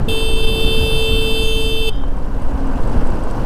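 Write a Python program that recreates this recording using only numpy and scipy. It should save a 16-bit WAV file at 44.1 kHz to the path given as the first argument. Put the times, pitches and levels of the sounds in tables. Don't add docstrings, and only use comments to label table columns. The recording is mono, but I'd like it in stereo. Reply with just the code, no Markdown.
import sys
import numpy as np
from scipy import signal
from scipy.io import wavfile
from scipy.ndimage import uniform_filter1d

SR = 44100
rng = np.random.default_rng(int(sys.argv[2]) if len(sys.argv) > 2 else 0)


def master_out(mix):
    frames = np.transpose(np.atleast_2d(mix))
    ceiling = np.clip(frames, -1, 1)
    pcm = np.round(ceiling * 32767).astype(np.int16)
    wavfile.write(sys.argv[1], SR, pcm)


def level_to_linear(level):
    exponent = np.asarray(level, float) / 20
    return 10 ** exponent


N = 152145
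T = np.arange(N) / SR

# frequency_hz, density_db_per_hz
BUFFET_SPECTRUM = [(24, -35), (40, 1.5), (228, -12.5), (265, -11.5), (330, -16), (430, -41), (730, -120)]
# frequency_hz, density_db_per_hz
BODY_SPECTRUM = [(53, -9), (90, -2.5), (211, -7.5), (263, -2.5), (397, -12.5), (488, -5), (591, -10),
                 (1010, -15), (2400, -34.5), (3120, -66), (5280, -120)]
# time_s, level_db
ROAR_LEVEL = [(0.0, -30), (0.02, -35), (0.1, -32.5), (0.32, -36), (1.03, -34.5), (1.93, -40), (2.98, -29),
              (3.22, -31.5), (3.45, -30)]
# frequency_hz, t60_s, level_db
LOOSE_PART_MODES = [(8600, 0.018, -7), (8770, .012, -10), (7800, 0.012, -6), (4770, .01, -7),
                    (6040, 0.0079, -7)]


def evened(x):
    return x / np.sqrt(np.mean(np.abs(x) ** 2) + 1e-20)


def curve(points, t=T):
    return np.interp(t, *np.transpose(points))


def read(points, hz):
    f, value = np.transpose(points)
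    return np.interp(np.log(hz + .1), np.log(f + .1), value)


def slow(rate_hz):
    t = T[::128]
    s = sum(np.sin(2 * np.pi * (f * t + rng.random())) for f in np.linspace(.05, 1, 16) * rate_hz)
    return np.interp(T, t, evened(s))


def resonate(x, hz, width):
    turn = np.exp(2j * np.pi * hz * T)
    r = np.exp(-np.pi * width / SR)
    return 2 * (turn * signal.lfilter([(1 - r) ** 2], [1, -2 * r, r * r], x / turn)).real


def noise(shape, size, patchy_db, flicker_db):
    frames, hz = N // (size // 4) + 5, np.fft.rfftfreq(size, 1 / SR)
    a, b, patches = rng.standard_normal((frames, len(hz), 3)).T
    patches = uniform_filter1d(patches, size=8, axis=0)
    patches = evened(uniform_filter1d(patches, size=5, axis=1))
    field = read(shape, hz)[:, None] + patchy_db * patches + flicker_db * rng.standard_normal(frames)
    bins = (a + 1j * b) * level_to_linear(field)
    return evened(signal.istft(bins, nperseg=size, noverlap=size * 3 // 4)[1][:N])


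def horn(engine):
    # time_s, level_db
    horn_level = [(0.1, -22), (0.352, -24), (0.486, -21.5), (0.516, -23.5), (0.61, -21.5), (1.194, -20.5),
                  (1.85, -23.5), (1.88, -20)]
    on, off = T - .0825, T - 1.893
    sag = -.6 * on / 2
    overshoot = 1.5 * np.exp(-abs(on) / .04)
    drop = -4 * np.exp(np.minimum(off / .012, .4))
    turns = np.cumsum(443.9 + sag + overshoot + drop) / SR
    release = np.exp(-np.maximum(off, 0) / .003)
    gate = np.clip(on / .004, 0, 1) * release
    swing = np.clip(on / .009 + 1, 0, 1) * release
    stack = diaphragm(engine, turns, gate, swing)
    rattle = tone_disc(turns, gate)
    rattle_db = -37 + 10 * np.exp(-abs(on) / .022)
    level = curve(horn_level)
    held = level_to_linear(-22) * evened(stack) + level_to_linear(rattle_db) * evened(rattle)
    return (off > 0) * free_ring(off) + level_to_linear(level - level.mean()) * held


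def diaphragm(engine, turns, gate, swing):
    # pitch_multiple, level_db
    orders = [(1, 1), (2, -22), (3, -29), (4, -33), (5, -31), (6, -3), (7, -3), (8, -3), (9, -22),
              (10, -17), (11, -16), (12, -36), (13, -34), (14, -31), (15, -29), (16, -38), (17, -32),
              (18, -25), (19, -22), (20, -29), (21, -28), (22, -21), (23, -25), (24, -34), (25, -35),
              (26, -27), (27, -35), (28, -29), (29, -35), (30, -36)]
    # pitch_multiple, level_db
    top_orders = [(31, -34), (32, -29), (33, -34), (34, -30), (35, -36)]
    shake_rad, shake_depth = .028, .0073
    wander, wander_hz = .024, 5.17
    flutter, flutter_hz = .012, 40
    shake = np.sin(2 * np.pi * engine) + 0.26 * np.sin(4 * np.pi * engine)
    shake = (1 + 0.18 * slow(5.9)) * shake
    stumble = level_to_linear(-10 * np.exp(-((T - .094) / .0025) ** 2))
    settled = level_to_linear(7 * (np.clip((T - 1.4) / .03, 0, 1) - 0.26))
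    unseated = level_to_linear(7 * np.clip((.45 - T) / .08, 0, 1))
    stack = 0
    for k, db in list(orders) + list(top_orders):
        drift = 1 + min(wander * k * k / 14, .45) * (slow(wander_hz) + 1j * slow(wander_hz))
        drift = drift + flutter * k * 1j * slow(flutter_hz)
        drift = drift / np.sqrt(np.mean(abs(drift * gate) ** 2) / np.mean(gate ** 2))
        lead = .52 * k ** 2 if k < 9 else 2 * np.pi * rng.random()
        depth = .14 if k == 7 else shake_depth * k
        nod = 1 + depth * np.cos(2 * np.pi * (engine + rng.random()))
        if k in (14, 15):
            nod = nod * settled
        if k in (15, 19):
            nod = nod * unseated
        if k > 6:
            nod = nod * stumble
        phase = k * (2 * np.pi * turns + shake_rad * shake) + lead
        stack = stack + level_to_linear(db) * (swing if k == 1 else gate) * (drift * nod * np.exp(1j * phase)).real
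    return stack


def tone_disc(turns, gate):
    # frequency_hz, width_hz, level_db
    disc_modes = [(2670, 89, -6), (3106, 160, 4), (3213, 125, 2.5), (3480, 92, -18), (3704, 73, -3.5),
                  (4510, 470, -13), (4890, 280, -13.5), (6460, 1000, -23), (8110, 240, -10),
                  (8530, 170, -6.5), (9370, 1100, -15.5), (10300, 350, -13.5), (14900, 3700, -22)]
    blows = rng.standard_normal(N) * (0.32 + np.exp(-(turns % 1) / .67)) * gate
    rattle = 0
    for f, width, db in disc_modes:
        level = level_to_linear(db + slow(25.9) * 3000 / f)
        rattle = rattle + level * evened(resonate(blows, f, width)) * np.sqrt(width)
    buzz = signal.sosfilt(signal.butter(4, 9500, "high", fs=SR, output="sos"), blows)
    return evened(rattle) + level_to_linear(-12.5) * evened(buzz)


def free_ring(off):
    # frequency_hz, level_db, t60_s
    ring_modes = [(3106, -41, .45), (3192, -45, .5), (3031, -50, .6), (3250, -51, .6), (3600, -50, .45),
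                  (3480, -55, .5), (3700, -53, .45), (4974, -58, .25), (4890, -59, .25), (2700, -55, .5)]
    after = np.maximum(off - .075, 0)
    ring = 0
    for f, db, t60 in ring_modes:
        level = level_to_linear(db + 3.5 * slow(45) - 60 * after / t60)
        ring = ring + level * np.sin(2 * np.pi * f * T + slow(27))
    return ring


def echo(x):
    # frequency_hz, t60_s
    decay = [(500, 1), (2700, 0.24), (3200, 0.75), (5000, 0.44), (10000, 0.56), (13000, 0.13)]
    hz, t, z = signal.stft(rng.standard_normal(SR // 2), SR, nperseg=256)
    tail = signal.istft(z * level_to_linear(-60 * t / read(decay, hz)[:, None]), SR, nperseg=256)[1]
    tail = np.r_[np.zeros(round(.012 * SR)), tail]
    smear = evened(uniform_filter1d(rng.standard_normal(N), size=round(SR / 60.5 / 2)))
    return level_to_linear(-31) * signal.fftconvolve(x * smear, tail / np.linalg.norm(tail))[:N]


def wind():
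    # time_s, level_db
    gusts = [(0.0, -16.5), (0.12, -20), (0.15, -31), (0.28, -23), (0.94, -20.5), (1.04, -31), (1.14, -19.5),
             (1.3, -24), (2.12, -28), (2.15, -27), (2.93, -23.5), (2.95, -20), (3.08, -23), (3.14, -21.5),
             (3.18, -28), (3.26, -23.5), (3.34, -26), (3.45, -20)]
    # frequency_hz, density_db_per_hz
    heave_spectrum = [(1.8, -55), (3.0, -3.5), (16, 3), (25, -7.5), (45, -8.5), (58, -63), (99, -120)]
    # frequency_hz, density_db_per_hz
    hiss_spectrum = [(1060, -28), (1800, -19), (2280, -26.5), (2880, -2.5), (3670, -8.5), (4470, -7),
                     (7020, -13), (8870, -13.5), (15500, -26)]
    # frequency_hz, width_hz, level_db
    hollows = [(250.7, 16, -41.5), (450, 29, -56), (965, 330, -36), (2700, 580, -50.5), (1492, 320, -42)]
    gust, roar = curve(gusts), curve(ROAR_LEVEL)
    swell = gust - gust.mean()
    buffet = noise(BUFFET_SPECTRUM, size=1024, patchy_db=2.0, flicker_db=3.0)
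    buffet = level_to_linear(gust - 0.5 + 0.25 * swell) * buffet
    heave = noise(heave_spectrum, size=8192, patchy_db=0.0, flicker_db=1.0)
    heave = level_to_linear(-13 + .19 * swell) * (heave - heave.mean())
    body = noise(BODY_SPECTRUM, size=1024, patchy_db=0.06, flicker_db=-0.7)
    body = level_to_linear(roar + 5 + .16 * swell) * body
    rise = roar - roar.max()
    hollow = 0
    for f, width, db in hollows:
        tone = evened(resonate(rng.standard_normal(N), f, width))
        hollow = hollow + level_to_linear(db + rise + 1.84 * slow(12)) * tone
    hiss = noise(hiss_spectrum, size=256, patchy_db=1.5, flicker_db=1.5)
    hiss = level_to_linear(-47.5 + .87 * rise + 0.63 * slow(20)) * hiss
    air = level_to_linear(-63) * evened(np.diff(rng.standard_normal(N + 1)))
    return buffet + heave + body + hollow + hiss + air


def slaps():
    # time_s, peak_db
    slap_times = [(.03, -14), (.3, -17), (.43, -15), (.51, -14), (.655, -10.5), (.685, -11), (.84, -10),
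                  (.96, -14), (1.12, -12), (1.15, -14), (1.41, -15), (1.565, -15), (1.655, -15),
                  (1.87, -19), (2.17, -17), (2.555, -13), (2.66, -15), (2.955, -11), (2.99, -11),
                  (3.1, -14)]
    push_hz, length_s = 50, .014
    grit = .5 * noise(BUFFET_SPECTRUM, size=1024, patchy_db=2.0, flicker_db=-1.0)
    out = 0
    for (s, db), turn in zip(slap_times, rng.random(len(slap_times))):
        push = np.cos(2 * np.pi * (push_hz * (T - s) + turn))
        out = out + level_to_linear(db) * np.exp(-((T - s) / length_s) ** 2) * (push + grit)
    return level_to_linear(-2) * out


def motor(engine):
    # speed_multiple, level_db, start_s, end_s
    whine = [(5.65, -34, 0, 0.87), (4.5, -34.5, 1.1, 2.8), (8.6, -39.5, .4, 1.4), (4, -35, 0, 1.42),
             (1, -31, 0.5, 3.35), (2, -40.5, 0.5, 3.9), (4.5, -28, 2.5, 2.8), (4, -32.5, 2.5, 3.2)]
    out = 0
    for k, db, a, b in whine:
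        fade = np.clip(np.minimum(T - a, b - T) / 0.11 + 0.14, 0, 1)
        tone = np.sin(2 * np.pi * k * engine + 0.92 * slow(9))
        out = out + level_to_linear(db + 1.0 + 2.5 * slow(11)) * fade * tone
    puffs = uniform_filter1d(np.exp(-(engine / 2 % 1)), size=150)
    puffs = puffs * noise(BODY_SPECTRUM, size=1024, patchy_db=.5, flicker_db=1.0)
    return out + level_to_linear(-34.5) * evened(puffs)


def chinks():
    # time_s, peak_db
    chink_times = [(2.0792, -48), (2.1162, -52), (2.168, -45), (2.1864, -48), (2.4169, -38.5),
                   (2.4318, -44), (2.5097, -49), (2.5394, -63), (2.5915, -55), (2.6708, -39), (2.7282, -45),
                   (2.8045, -37), (2.822, -41), (2.8744, -40), (2.8968, -38), (2.9194, -42), (2.9754, -44),
                   (2.9811, -42), (3.0584, -42), (3.0704, -37), (3.1018, -37), (3.1537, -41), (3.235, -37),
                   (3.2486, -48), (3.3099, -32), (3.3538, -45)]
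    out, t = np.zeros(N + SR), T[:3000]
    for (s, peak_db), mix in zip(chink_times, rng.random((len(chink_times), 8))):
        burst = rng.standard_normal(3000) * np.exp(-t / .0036)
        hits = burst * (rng.random(3000) < .04) * 3 + (t == 0)
        ring = 0
        for (f, t60, db), m in zip(LOOSE_PART_MODES, mix):
            ring = ring + level_to_linear(db - 12 * m - 60 * t / t60) * np.sin(2 * np.pi * f * (1 + 0.0075 * m) * t)
        sound = signal.fftconvolve(hits, ring)[:3000]
        tick = uniform_filter1d(np.diff(burst, prepend=0), size=3)
        sound = sound / abs(sound).max() + level_to_linear(-14) * tick
        out[round(s * SR):][:3000] += level_to_linear(peak_db + 3) * sound
    return out[:N]


def bumps():
    # time_s, peak_db
    bump_times = [
        (2.036, -25),
        (3.270, -25),
    ]
    center_hz, decay_s = 570, .0053
    out, t = np.zeros(N), T[:2000]
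    band = signal.butter(3, [center_hz * .5, center_hz * 2], "band", fs=SR)
    for s, peak_db in bump_times:
        knock = evened(signal.lfilter(*band, rng.standard_normal(2000)))
        envelope = np.exp(-t / decay_s) * np.minimum(t / 0.001, 1)
        out[round(s * SR):][:2000] += level_to_linear(peak_db + 3.5) * knock * envelope
    return out


def crackle():
    per_s = 120
    size = level_to_linear(4 * np.minimum(rng.exponential(1, N), 4)) * (rng.random(N) < per_s / SR)
    t, roar = T[:400], curve(ROAR_LEVEL)
    tick = sum(level_to_linear(db - 120 * t / t60) * np.sin(2 * np.pi * f * t) for f, t60, db in LOOSE_PART_MODES)
    return level_to_linear(-62 + roar - roar.max()) * signal.oaconvolve(size, tick / abs(tick).max())[:N]


def scene():
    # time_s, turns_per_s
    engine_speed = [(0, 71), (.75, 64.4), (1.75, 62), (2.3, 59.8), (3.45, 59.4)]
    engine = np.cumsum(curve(engine_speed)) / SR
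    blast = horn(engine)
    mid = blast + echo(blast) + wind() + slaps() + motor(engine) + chinks() + bumps() + crackle()
    high = signal.lfilter(*signal.butter(1, 120, "high", fs=SR), mid - .95 * blast)
    high = high + 4 * signal.lfilter(*signal.butter(2, 5000, "high", fs=SR), mid)
    stray = np.clip(4 * (slow(12) - .8), 0, 1) * evened(uniform_filter1d(rng.standard_normal(N), size=300))
    side = level_to_linear(-29) * stray * high
    return np.array([mid + side, mid - side])


def roll_off(x):
    return signal.sosfilt(signal.butter(12, 15830, fs=SR, output="sos"), x)


def record(dry):
    ceiling, offset = .99, .0017
    edge = signal.firwin(1201, 15540, window=("kaiser", 8), fs=SR)
    limited = ceiling * np.tanh(dry / ceiling) + offset
    mix = signal.oaconvolve(limited, edge[None], "same")
    return roll_off(mix)


dry = scene()
out = record(dry)
master_out(out)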